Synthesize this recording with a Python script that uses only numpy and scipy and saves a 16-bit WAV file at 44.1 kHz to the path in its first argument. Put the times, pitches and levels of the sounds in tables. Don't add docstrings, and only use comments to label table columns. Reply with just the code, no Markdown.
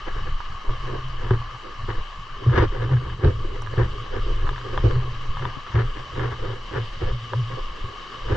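import sys
import numpy as np
from scipy import signal
from scipy.fft import rfft, irfft, next_fast_len
from scipy.io import wavfile
from scipy.ndimage import uniform_filter1d

SR = 44100
rng = np.random.default_rng(int(sys.argv[2]) if len(sys.argv) > 2 else 0)


def waveform_to_disk(signal):
    frames = np.transpose(np.atleast_2d(signal))
    scaled = np.clip(frames, -1, 1) * 32767
    samples = np.round(scaled).astype(np.int16)
    wavfile.write(sys.argv[1], SR, samples)


def invert_db(x):
    u = np.asarray(x, float) / 20
    return 10 ** u


N = 368676

# time in seconds, peak in dB, low modes and upper modes in dB
# against that peak, left minus right in dB.
CLICKS = [(0.404, -23, -23, -14, -18), (0.693, -21.5, -16, -11, -2), (1.308, -11, -20, -6, 0),
          (1.417, -24, -22, -14, 1), (1.89, -26, -32, -7, 3), (2.892, -29.5, 2, -5, -7),
          (3.621, -23.5, -26, -13, -3), (3.663, -32, -21, 2, -4.0), (3.672, -23.5, -31, -4.5, -9),
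          (3.737, -33.5, -6, 6, 2.0), (4.468, -25, -19, -1, -4.5), (4.475, -23, -16, -10, -13),
          (4.491, -15.5, -32, -4, 7), (4.53, -27, -12, -7, 5), (4.561, -30, -21, 5, 1),
          (4.58, -22.5, -27, -4, 6), (4.733, -29, -3, -13, 7), (4.7763, -11.5, -4, -4, 5.5),
          (4.91, -27.5, -9, 1, 19), (5.37, -18.5, -30, -7, 4), (5.394, -28, -14, -4, 6),
          (5.453, -13.5, -22, -4.5, 7), (2.531, -26, -10, 2, 2), (2.549, -23, -10, 2, 2),
          (4.614, -32, -20, 4, 2), (4.955, -31, -20, 4, 2), (6.195, -22.5, -4, 2, -5),
          (7.334, -13, -3.5, -7.5, -1), (2.496, -31, -20, 6, 3), (2.968, -31, -20, 5, 2),
          (3.099, -34, -20, 7, 2), (5.665, -32, -20, 5, 2)]
# time in seconds, peak in dB.
JOLTS = [(0.689, -34), (1.309, 1), (1.884, -13), (2.464, -5), (3.235, -9.5), (3.267, -4.5), (3.776, -6),
         (4.841, -7), (5.746, -10), (7.014, -19.5), (7.84, -20)]
OPPOSITE = np.array([[1], [-1]])


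def rms_one(x):
    return x / np.sqrt(np.mean(x ** 2) + 1e-20)


def low_pass(x, cut_hz, order):
    return signal.sosfilt(signal.butter(order, cut_hz, fs=SR, output="sos"), x)


def band(x, low_hz, high_hz):
    return signal.sosfilt(signal.butter(2, [low_hz, high_hz], "band", fs=SR, output="sos"), x)


def steady(x, window_s, share):
    power = np.atleast_2d(rms_one(x) ** 2).mean(axis=0)
    power = uniform_filter1d(power, int(window_s * SR))
    return rms_one(x / (power + .02) ** (.5 * share))


def drift(rate_hz):
    r = np.exp(-80 * np.pi * rate_hz / SR)
    white = rng.standard_normal(N // 40 + 2002)
    slow = signal.lfilter([1], [1, -2 * r, r * r], white)[2000:]
    return np.interp(np.arange(N) / 40, np.arange(len(slow)), rms_one(slow))


def resonate(x, hz, width_hz):
    r = np.exp(-np.pi * width_hz / SR)
    feedback = [1, -2 * r * np.cos(2 * np.pi * hz / SR), r * r]
    return signal.lfilter([(1 - r * r) / 2, 0, (r * r - 1) / 2], feedback, x)


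def body(x, modes, flicker_db=0):
    out = 0
    for k, (hz, width_hz, left_db, right_db) in enumerate(modes):
        level_db = np.array([[left_db], [right_db]])
        if flicker_db:
            level_db = level_db + flicker_db * drift(10.3)
        out = out + (-1) ** k * invert_db(level_db) * resonate(x, hz, width_hz)
    return out


def grains(per_s, spread_db):
    sizes = invert_db(spread_db * np.minimum(rng.exponential(1, N), 4)) * rng.choice([-1, 1], N)
    return rms_one(sizes * (rng.random(N) < per_s / SR))


def ring(hits, hz, t60_s):
    r = invert_db(-60 / (t60_s * SR))
    w = 2 * np.pi * hz / SR
    return signal.lfilter([0, np.sin(w)], [1, -2 * r * np.cos(w), r * r], hits + 1e-18)


def hit_train(times, levels_db):
    hits = np.zeros(N)
    hits[(np.atleast_1d(times) * SR).astype(int)] = invert_db(levels_db)
    return hits


def around(times, before_s, after_s, depth_db):
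    dip = np.zeros(N)
    for s, db in zip(times, depth_db + 0 * times):
        span = slice(round((s - before_s) * SR), round((s + after_s) * SR))
        dip[span] = np.minimum(dip[span], db)
    return uniform_filter1d(dip, 150)


def before_jolt_db():
    s = np.array(JOLTS)[:, 0]
    first_contact = np.diff(s, prepend=0) > .1
    return around(s[first_contact], .035, 0, -10)


def swells(times, peaks_db, falls_s, shape):
    rise_share, roundness, rest_db = shape
    since = np.arange(0, N + 32, 32) / SR - times[:, None]
    away = np.where(since < 0, -since / rise_share, since) / falls_s[:, None]
    events = invert_db(2 * (peaks_db[:, None] - 20 * away ** roundness))
    return np.vstack([events, invert_db(2 * rest_db) + 0 * since[0]])


def per_sample(x):
    return np.interp(np.arange(N) / 32, np.arange(len(x)), x)


def envelope(*events):
    return per_sample(np.sqrt(swells(*events).sum(axis=0)))


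def pole():
    # peak time in seconds, level in dB, seconds to fall 20 dB.
    swings = [(0.165, -24.5, 0.325), (0.338, -20.7, 0.049), (0.496, -27.8, 0.146), (0.686, -14.6, 0.036),
              (0.808, -28.8, 0.397), (1.183, -26.6, 0.379), (1.318, -18.8, 0.047), (1.84, -28.2, 0.151),
              (1.847, -35.9, 0.582), (1.983, -20.3, 0.062), (2.334, -32.5, 0.107), (2.63, -27.2, 0.44),
              (3.076, -29.5, 0.129), (3.283, -24.8, 0.031), (3.441, -27.5, 0.344), (3.828, -26.3, 0.268),
              (4.251, -21.8, 0.405), (4.451, -20.6, 0.101), (4.844, -21.7, 0.336), (5.228, -28.3, 0.464),
              (5.299, -17.8, 0.03), (5.9, -31, 0.2), (6.183, -31.7, 0.157), (6.42, -25.3, 0.086),
              (6.56, -35.2, 0.357), (6.91, -33.0, 0.287), (7.076, -20.3, 0.117), (7.533, -36.7, 0.476),
              (2.19, -35, .06), (2.68, -23, .08), (3.44, -23, .06), (5.86, -25, .09), (7.62, -27, .1),
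              (7.71, -30, .06), (7.99, -40, .06), (4.35, -24, .07), (4.3, -23, .05), (7.831, -26.6, 0.053),
              (8.287, -26.8, 0.208)]
    # peak time in seconds, level in dB, seconds to fall 20 dB.
    thuds = [(0.208, -32.2, 0.25), (0.508, -28.4, 0.036), (0.948, -39.1, 0.427), (1.315, -25.8, 0.189),
             (1.854, -29.1, 0.131), (2.19, -32.8, 0.043), (2.477, -19.2, 0.11), (2.583, -11.9, 0.09),
             (2.889, -29.0, 0.377), (3.063, -25.7, 0.033), (3.243, -28.7, 0.492), (3.257, -6.6, 0.056),
             (3.801, -19.3, 0.149), (4.116, -40.8, 0.12), (4.446, -27.6, 0.11), (4.838, -27.8, 0.384),
             (4.844, -10.7, 0.057), (4.971, -19.3, 0.025), (5.284, -32.0, 0.032), (5.406, -32.2, 0.157),
             (5.75, -15.5, 0.069), (6.193, -31.4, 0.226), (6.429, -31.8, 0.171), (6.757, -27.9, 0.103),
             (7.015, -22.0, 0.095), (7.389, -47.7, 0.455), (0.295, -27, .035), (1.31, -21, .04),
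             (1.885, -32, .04), (2.79, -33, .04), (3.46, -34, .05), (5.12, -37, .05), (6.16, -33, .05),
             (6.33, -35, .04), (7.52, -42, .05), (2.31, -48, .05), (7.855, -30.9, 0.077),
             (8.326, -23.2, 0.096)]
    # peak time in seconds, level in dB,
    # seconds to fall 20 dB, pitch in Hz.
    bend_events = [(0.21, -35.8, 0.1, 114.9), (0.708, -28.5, 0.065, 120.0), (0.955, -34.0, 0.331, 124.4),
                   (1.327, -16.3, 0.112, 114.4), (1.549, -37.6, 0.055, 117.1), (1.877, -28.1, 0.147, 114.2),
                   (2.485, -12.6, 0.065, 117.8), (2.62, -17.0, 0.062, 112.8), (2.851, -17.6, 0.088, 120.4),
                   (2.945, -13.7, 0.074, 122.1), (3.1, -31.0, 0.048, 115.3), (3.249, -26.0, 0.27, 114.7),
                   (3.687, -31.3, 0.241, 114.3), (3.801, -18.9, 0.064, 118.9), (3.993, -29.9, 0.087, 120.8),
                   (4.189, -26.7, 0.075, 107.7), (4.403, -33.8, 0.38, 118.5), (4.86, -18.6, 0.04, 104.1),
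                   (4.93, -29.4, 0.535, 121.7), (4.969, -18.6, 0.057, 118.9), (5.432, -28.6, 0.119, 129.2),
                   (5.79, -12.3, 0.079, 116.1), (5.997, -38.7, 0.072, 124.1), (6.24, -20.9, 0.128, 118.1),
                   (6.493, -26.9, 0.075, 113.3), (6.793, -19.1, 0.073, 114.4), (7.05, -29.8, 0.1, 114.3),
                   (0.09, -40, .05, 115), (0.3, -33, .05, 118), (0.86, -34, .05, 120),
                   (1.14, -37, .05, 118), (2.24, -44, .05, 118), (2.33, -44, .05, 118),
                   (4.48, -31, .04, 118), (4.57, -32, .05, 118), (5.29, -32, .05, 118),
                   (6.61, -46, .05, 118), (7.15, -26, .06, 118), (7.24, -31, .06, 118),
                   (7.54, -30, .05, 120), (7.7, -46, .05, 118), (8.18, -41, .05, 118),
                   (7.4, -18.4, 0.11, 114.8), (7.87, -35.6, 0.057, 113.7), (8.34, -20.8, 0.11, 114.9)]
    # frequency in Hz, level in dB, t60 in seconds.
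    pole_modes = [(75, -17, 0.18), (380, -5, .05)]
    bend_shape = (.76, 1.34, -59)
    quiet = invert_db(before_jolt_db())
    white = rng.standard_normal((2, N))

    sway = steady(band(white[0], 9.0, 27.5), 0.032, 0.77)
    sway = sway * envelope(*np.transpose(swings), (.52, 2.5, -46))
    thud = steady(band(white[1], 52.0, 112.7), .03, 0.44)
    thud = thud * envelope(*np.transpose(thuds), (.57, 1.09, -66))
    thud = low_pass(thud, 165, 2)

    *bends, hz = np.transpose(bend_events)
    power = swells(*bends, bend_shape)[:-1] + 1e-12
    pitch_hz = per_sample(hz @ power / power.sum(axis=0))
    pitch_hz = pitch_hz * (1 + 0.0423 * drift(14.56))
    bent = envelope(*bends, bend_shape) * invert_db(2.5 * drift(10.0)) * quiet * np.sqrt(2)

    hits = hit_train(*np.transpose(JOLTS))
    kick_db, kick_t60_s, kick_rise_s = -5, .075, .003
    fall, rise = invert_db(-60 / (kick_t60_s * SR)), np.exp(-1 / (kick_rise_s * SR))
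    softened = signal.lfilter([1 - rise], [1, -rise], hits + 1e-18)
    kicked = invert_db(kick_db) * signal.lfilter([1], [1, -fall], softened)
    bend = np.hypot(bent, kicked) * np.sin(2 * np.pi * np.cumsum(pitch_hz) / SR)

    struck = sum(invert_db(level_db - 12.5) * ring(hits, hz, t60_s) for hz, level_db, t60_s in pole_modes)
    return (sway + thud * quiet + bend + struck) * invert_db(0.17 * OPPOSITE)


def rub():
    # peak time in seconds, level in dB, seconds to fall 20 dB,
    # brightness in dB.
    scuffs = [(0.896, -34.4, 0.14, -6.5), (1.306, -25, 0.067, -3.6), (1.898, -30.4, 0.039, 3.2),
              (2.561, -16.5, 0.085, 0.6), (2.63, -18.2, 0.037, -6.3), (3.248, -20.2, 0.09, -9.9),
              (3.803, -24.9, 0.069, -1.6), (4.15, -29.4, 0.075, -4.9), (4.85, -16.0, 0.038, -18.1),
              (5.442, -34.4, 0.081, 3.2), (5.771, -28.7, 0.098, 0.0), (6.203, -25.9, 0.118, -1.6),
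              (6.756, -28.4, 0.08, -2.5), (7.03, -28.8, 0.069, -5.6), (7.337, -27.3, 0.033, -13.6),
              (8.324, -27.3, 0.136, -5.0)]
    fidgets = [(0.079, -33.1, 0.035, 0.3), (0.166, -40.2, 0.063, 0.5), (0.272, -40.2, 0.039, 2.7),
               (0.672, -32.4, 0.072, -18.3), (1.239, -36.1, 0.114, -1.6), (1.658, -38.4, 0.089, -16.3),
               (1.961, -40.1, 0.073, 0.4), (2.446, -33.0, 0.137, -10.8), (2.751, -32.4, 0.082, -2.3),
               (2.829, -30.6, 0.079, -2.9), (2.925, -27.4, 0.062, -2.9), (3.04, -39.4, 0.145, -2.4),
               (3.513, -39.2, 0.288, -13.9), (3.757, -31.4, 0.078, -7.8), (3.954, -41.8, 0.215, -12.4),
               (4.287, -33.1, 0.115, -13.1), (4.462, -36.1, 0.182, -4.8), (4.666, -35.6, 0.085, -5.1),
               (4.735, -31.0, 0.119, -4.6), (4.903, -26.0, 0.051, -11.0), (4.952, -35.3, 0.134, -3.4),
               (5.979, -36.6, 0.059, 0.7), (6.321, -32.0, 0.038, 0.5), (6.464, -35.1, 0.191, -4.7),
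               (7.088, -34.0, 0.057, -3.3), (7.518, -34.7, 0.054, -3.4), (7.581, -31.0, 0.034, -13.9),
               (0.7, -36, .03, -10), (0.95, -33, .04, -10), (1.14, -48, .04, -5), (1.53, -49, .04, -5),
               (2.497, -36, .03, 4), (2.97, -42, .02, 6), (3.1, -46, .02, 8), (3.13, -46, .02, 8),
               (3.45, -37, .04, -10), (3.56, -44, .03, 5), (4.06, -44, .03, 0), (5.07, -42, .03, -10),
               (5.14, -44, .04, -10), (5.25, -46, .04, -8), (5.33, -46, .04, -5), (5.67, -48, .02, 10),
               (5.89, -41, .03, -8), (6.44, -32, .04, -8), (6.93, -50, .03, 8), (7.4, -45, .04, -10),
               (7.9, -42, .03, -8), (7.824, -45.0, 0.336, -10.6), (8.119, -45.2, 0.18, -1.4)]
    # frequency in Hz, width in Hz, left in dB, right in dB.
    grip_low = [(212, 117.8, -14, -11.5), (314.4, 29.7, -7.5, 0), (358, 42, -1, -1.5), (413, 42.6, -1.5, 1),
                (506, 49.9, -4.5, -3)]
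    grip_high = [(740, 197, -1, 0.5), (976, 63, 11, 7), (1157.4, 143, 8.5, 6.5), (1710, 240, 8, -0.5),
                 (2128, 200, 1, -12), (3035, 410, -7, -13), (3660, 200, -13, -13), (5560, 2100, -25, -27)]
    grip_twist = [(517, 135, -7.5, -10), (728, 100, -18, -17.5)]
    rise, roundness, rest_db = (.6, 1.76, -59)
    bright_at_rest_db = 3
    times, rub_db, falls_s, bright_db = np.transpose(scuffs + fidgets)

    clumps = invert_db(2.4 * drift(30.0))
    slips = grains(1400, 2.5) + 0.36 * rng.standard_normal(N)
    apart = invert_db(-9) * np.array([grains(1400, 3.0), grains(1400, 3.0)])
    soft = low_pass(clumps * (slips + apart), 5200, 4)

    s, peak_db = np.transpose(CLICKS)[:2]
    dip_db = around(s, .025, .025, -np.clip(1.2 * (peak_db + 32), 3, 5))

    low = steady(body(soft, grip_low) - OPPOSITE * body(soft, grip_twist), 0.059, 0.21)
    low = low * envelope(times, rub_db, falls_s, (rise, roundness, rest_db))
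    bright = envelope(times, rub_db + bright_db, falls_s, (rise, roundness, rest_db + bright_at_rest_db))
    high = bright * steady(body(soft, grip_high), 0.023, 0.45)
    return low * invert_db(.55 * dip_db + before_jolt_db()) + high * invert_db(dip_db - 1.5)


def clicks():
    # frequency in Hz, level in dB, t60 in seconds.
    joint = [
        [(998, -2, 0.036), (1196, -1.5, .03)],
        [(561, -0.5, .04), (800, -2.5, 0.028)],
        [(1370, -10.5, 0.0094), (1690, 5, 0.013)],
        [(3500, 5.5, 0.014), (5100, -16, .012), (7200, -20, .01)],
    ]
    touch = np.pad(np.hanning(6) / np.hanning(6).sum(), (0, 3000))
    chance = rng.uniform(-1, 1, (len(CLICKS), 10))
    out = np.zeros((2, N))
    for (s, peak_db, low_db, upper_db, pan_db), draw in zip(CLICKS, chance):
        chatter_s = .0022 + .001 * draw[9]
        contact = touch + invert_db(-10) * np.roll(touch, round(chatter_s * SR))
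        rung = []
        for g, group in enumerate(joint):
            total = 0
            for k, (hz, level_db, t60_s) in enumerate(group):
                lean = 1 + 0.27 * (-1) ** k * OPPOSITE
                shifted_hz = hz * (1 + .025 * draw[2 * g + k])
                total = total + invert_db(level_db) * lean * ring(contact, shifted_hz, t60_s)
            rung.append(total)
        middle, low, upper, top = rung
        top_db = -16.5 - .15 * (peak_db + 20) + np.clip(2 * (upper_db + 5), -8, 2)
        tick = middle - invert_db(low_db) * low - invert_db(upper_db) * upper + invert_db(top_db) * top
        out[:, round(s * SR):][:, :len(contact)] += invert_db(peak_db - 6.5 + OPPOSITE * pan_db / 2) * tick
    return out


def knocks():
    # start in seconds, peak in dB, pitch in Hz.
    palm_hits = [(0.932, -27, 390), (1.306, -16, 382), (2.535, -14, 361), (2.605, -16, 339),
                 (3.225, -18, 409), (3.264, -12, 404), (3.78, -17, 371), (4.131, -26, 390),
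                 (4.255, -30, 436), (4.665, -26, 366), (4.84, -16, 431), (4.898, -24, 415),
                 (4.974, -28, 415), (5.752, -21, 358), (6.227, -20, 420), (6.761, -23, 487),
                 (7.031, -22, 409), (7.085, -26, 401), (7.576, -30, 398), (8.282, -23, 409)]
    level_db, t60_s, soft_s = -6, .11, .008
    t = np.arange(6000) / SR
    out = np.zeros(N)
    for s, peak_db, hz in palm_hits:
        fade = np.minimum(t / soft_s, 1) * invert_db(peak_db + level_db - 60 * t / t60_s)
        tone = fade * np.sin(2 * np.pi * hz * t)
        start = round(s * SR)
        out[start:][:len(t)] += tone[:N - start]
    return out * invert_db(-1.5 * OPPOSITE)


def undergrowth():
    # start in seconds, level in dB, frequency in Hz, t60 in seconds.
    twig_snap = [
        (3.62, -37, 5800, .014),
    ]
    # start in seconds, level in dB, frequency in Hz, t60 in seconds.
    leaf_puff = [
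        (5.572, -25, 260, .035),
    ]
    s, level_db, hz, t60_s = twig_snap[0]
    snap = hit_train(s, level_db)
    twig = ring(snap, hz, t60_s) - .3 * ring(snap, 1.27 * hz, t60_s) + .14 * ring(snap, 1.55 * hz, 3 * t60_s)
    s, level_db, hz, t60_s = leaf_puff[0]
    touch = hit_train(s, level_db)
    puff = ring(touch, hz, t60_s) + 1.2 * ring(touch, 0.53 * hz, 2 * t60_s)
    puff = puff + .5 * ring(touch, 3 * hz, 0.34 * t60_s)
    return twig * invert_db(1.5 * OPPOSITE) + puff * np.array([[1], [0]])


def river():
    # time in seconds, rush in dB, dullness in dB,
    # rumble in dB.
    bank = [(0.0, -47.5, 3.5, -5), (1.4, -48, 3.5, -2), (2.2, -48.5, 2.5, -5), (2.6, -49, 2, 0),
            (3.21, -50, 1.5, 0), (4.28, -46.5, 1, 0), (5.5, -47, 3, 0), (6.5, -47.5, 0.5, 2),
            (7.0, -46, -1.5, 4), (7.92, -46.5, 2, 0), (8.36, -44.5, 0.5, 1)]
    # frequency in Hz, level in dB per Hz.
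    rush = [(100, 9), (300, -9), (800, 1), (2000, -21), (3500, -7.5), (5000, -12.5), (7000, -31.5),
            (8500, -31), (10400, -36.5), (10800, -69)]
    # frequency in Hz, width in Hz, left in dB, right in dB.
    case = [(300, 296, -19, -17), (561.6, 75, -18.5, -13.5), (1107.4, 78, 0.5, -1.5), (1220, 88, 1, -2),
            (1710, 179, -0.5, -7), (1990, 360, -28, -2), (2997, 262, -2, -8), (3860, 150, -17, -14.5),
            (4540, 480, -17.5, -17), (5650, 970, -16, -15), (7210, 810, -10, -14)]
    case_twist = [(590, 200, -25.5, -40.5), (2220, 160, -11.5, 2)]
    s, *columns = np.transpose(bank)
    rush_db, dull_db, rumble_db = [np.interp(np.arange(N) / SR, s, column) for column in columns]

    common = rng.standard_normal(N) + .5 * grains(900, 2.9)
    apart = rng.standard_normal((2, N))
    water = common + invert_db(-7.5) * apart + invert_db(-0.5) * np.diff(apart, prepend=0)
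    size = next_fast_len(N)
    hz = np.maximum(np.arange(size // 2 + 1) * SR / size, 1)
    rush_hz, colour_db = np.transpose(rush)
    colour = invert_db(np.interp(np.log(hz), np.log(rush_hz), colour_db))
    water = irfft(rfft(water, size) * colour, size)[:, :N]

    rumble = invert_db(rumble_db) * body(water, case[:2], flicker_db=1.1)
    low = rumble + body(water, case[2:5], flicker_db=1.1) + OPPOSITE * body(water, case_twist[:1])
    high = body(water, case[5:], flicker_db=0.82) + OPPOSITE * body(water, case_twist[1:])
    surge_db = .45 * drift(7.0)
    return invert_db(rush_db + 7.5 + surge_db) * (invert_db(dull_db) * low + high) / np.std(low + high)


def whine():
    return invert_db(-108 + 4.0 * drift(8.0)) * np.sin(2 * np.pi * 11720 * np.arange(N) / SR)


def thin_out(x, from_hz, share):
    hz, _, cells = signal.stft(x, SR, nperseg=2048)
    chance = rng.random((len(hz) // 8 + 1, cells.shape[1]))
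    chance = np.repeat(chance, 8, axis=0)[:len(hz)]
    dropped = chance < share * np.clip(hz / from_hz - 1, 0, 1)[:, None] ** .5
    return signal.istft(cells * ~dropped, SR, nperseg=2048)[1][:N]


def scene():
    return pole() + rub() + clicks() + knocks() + undergrowth() + river()


def top_cut(x):
    return signal.sosfilt(signal.butter(12, 13000, fs=SR, output="sos"), x)


def record(dry):
    held = .8 * np.tanh(dry / 0.84)
    left, right = low_pass(held, 10700, 8)
    mid = thin_out((left + right) / 2 + whine(), 6000, 0.27)
    side = thin_out((left - right) / 2, 4500, .55)
    return top_cut(mid + OPPOSITE * side)


dry = scene()
out = record(dry)
waveform_to_disk(out)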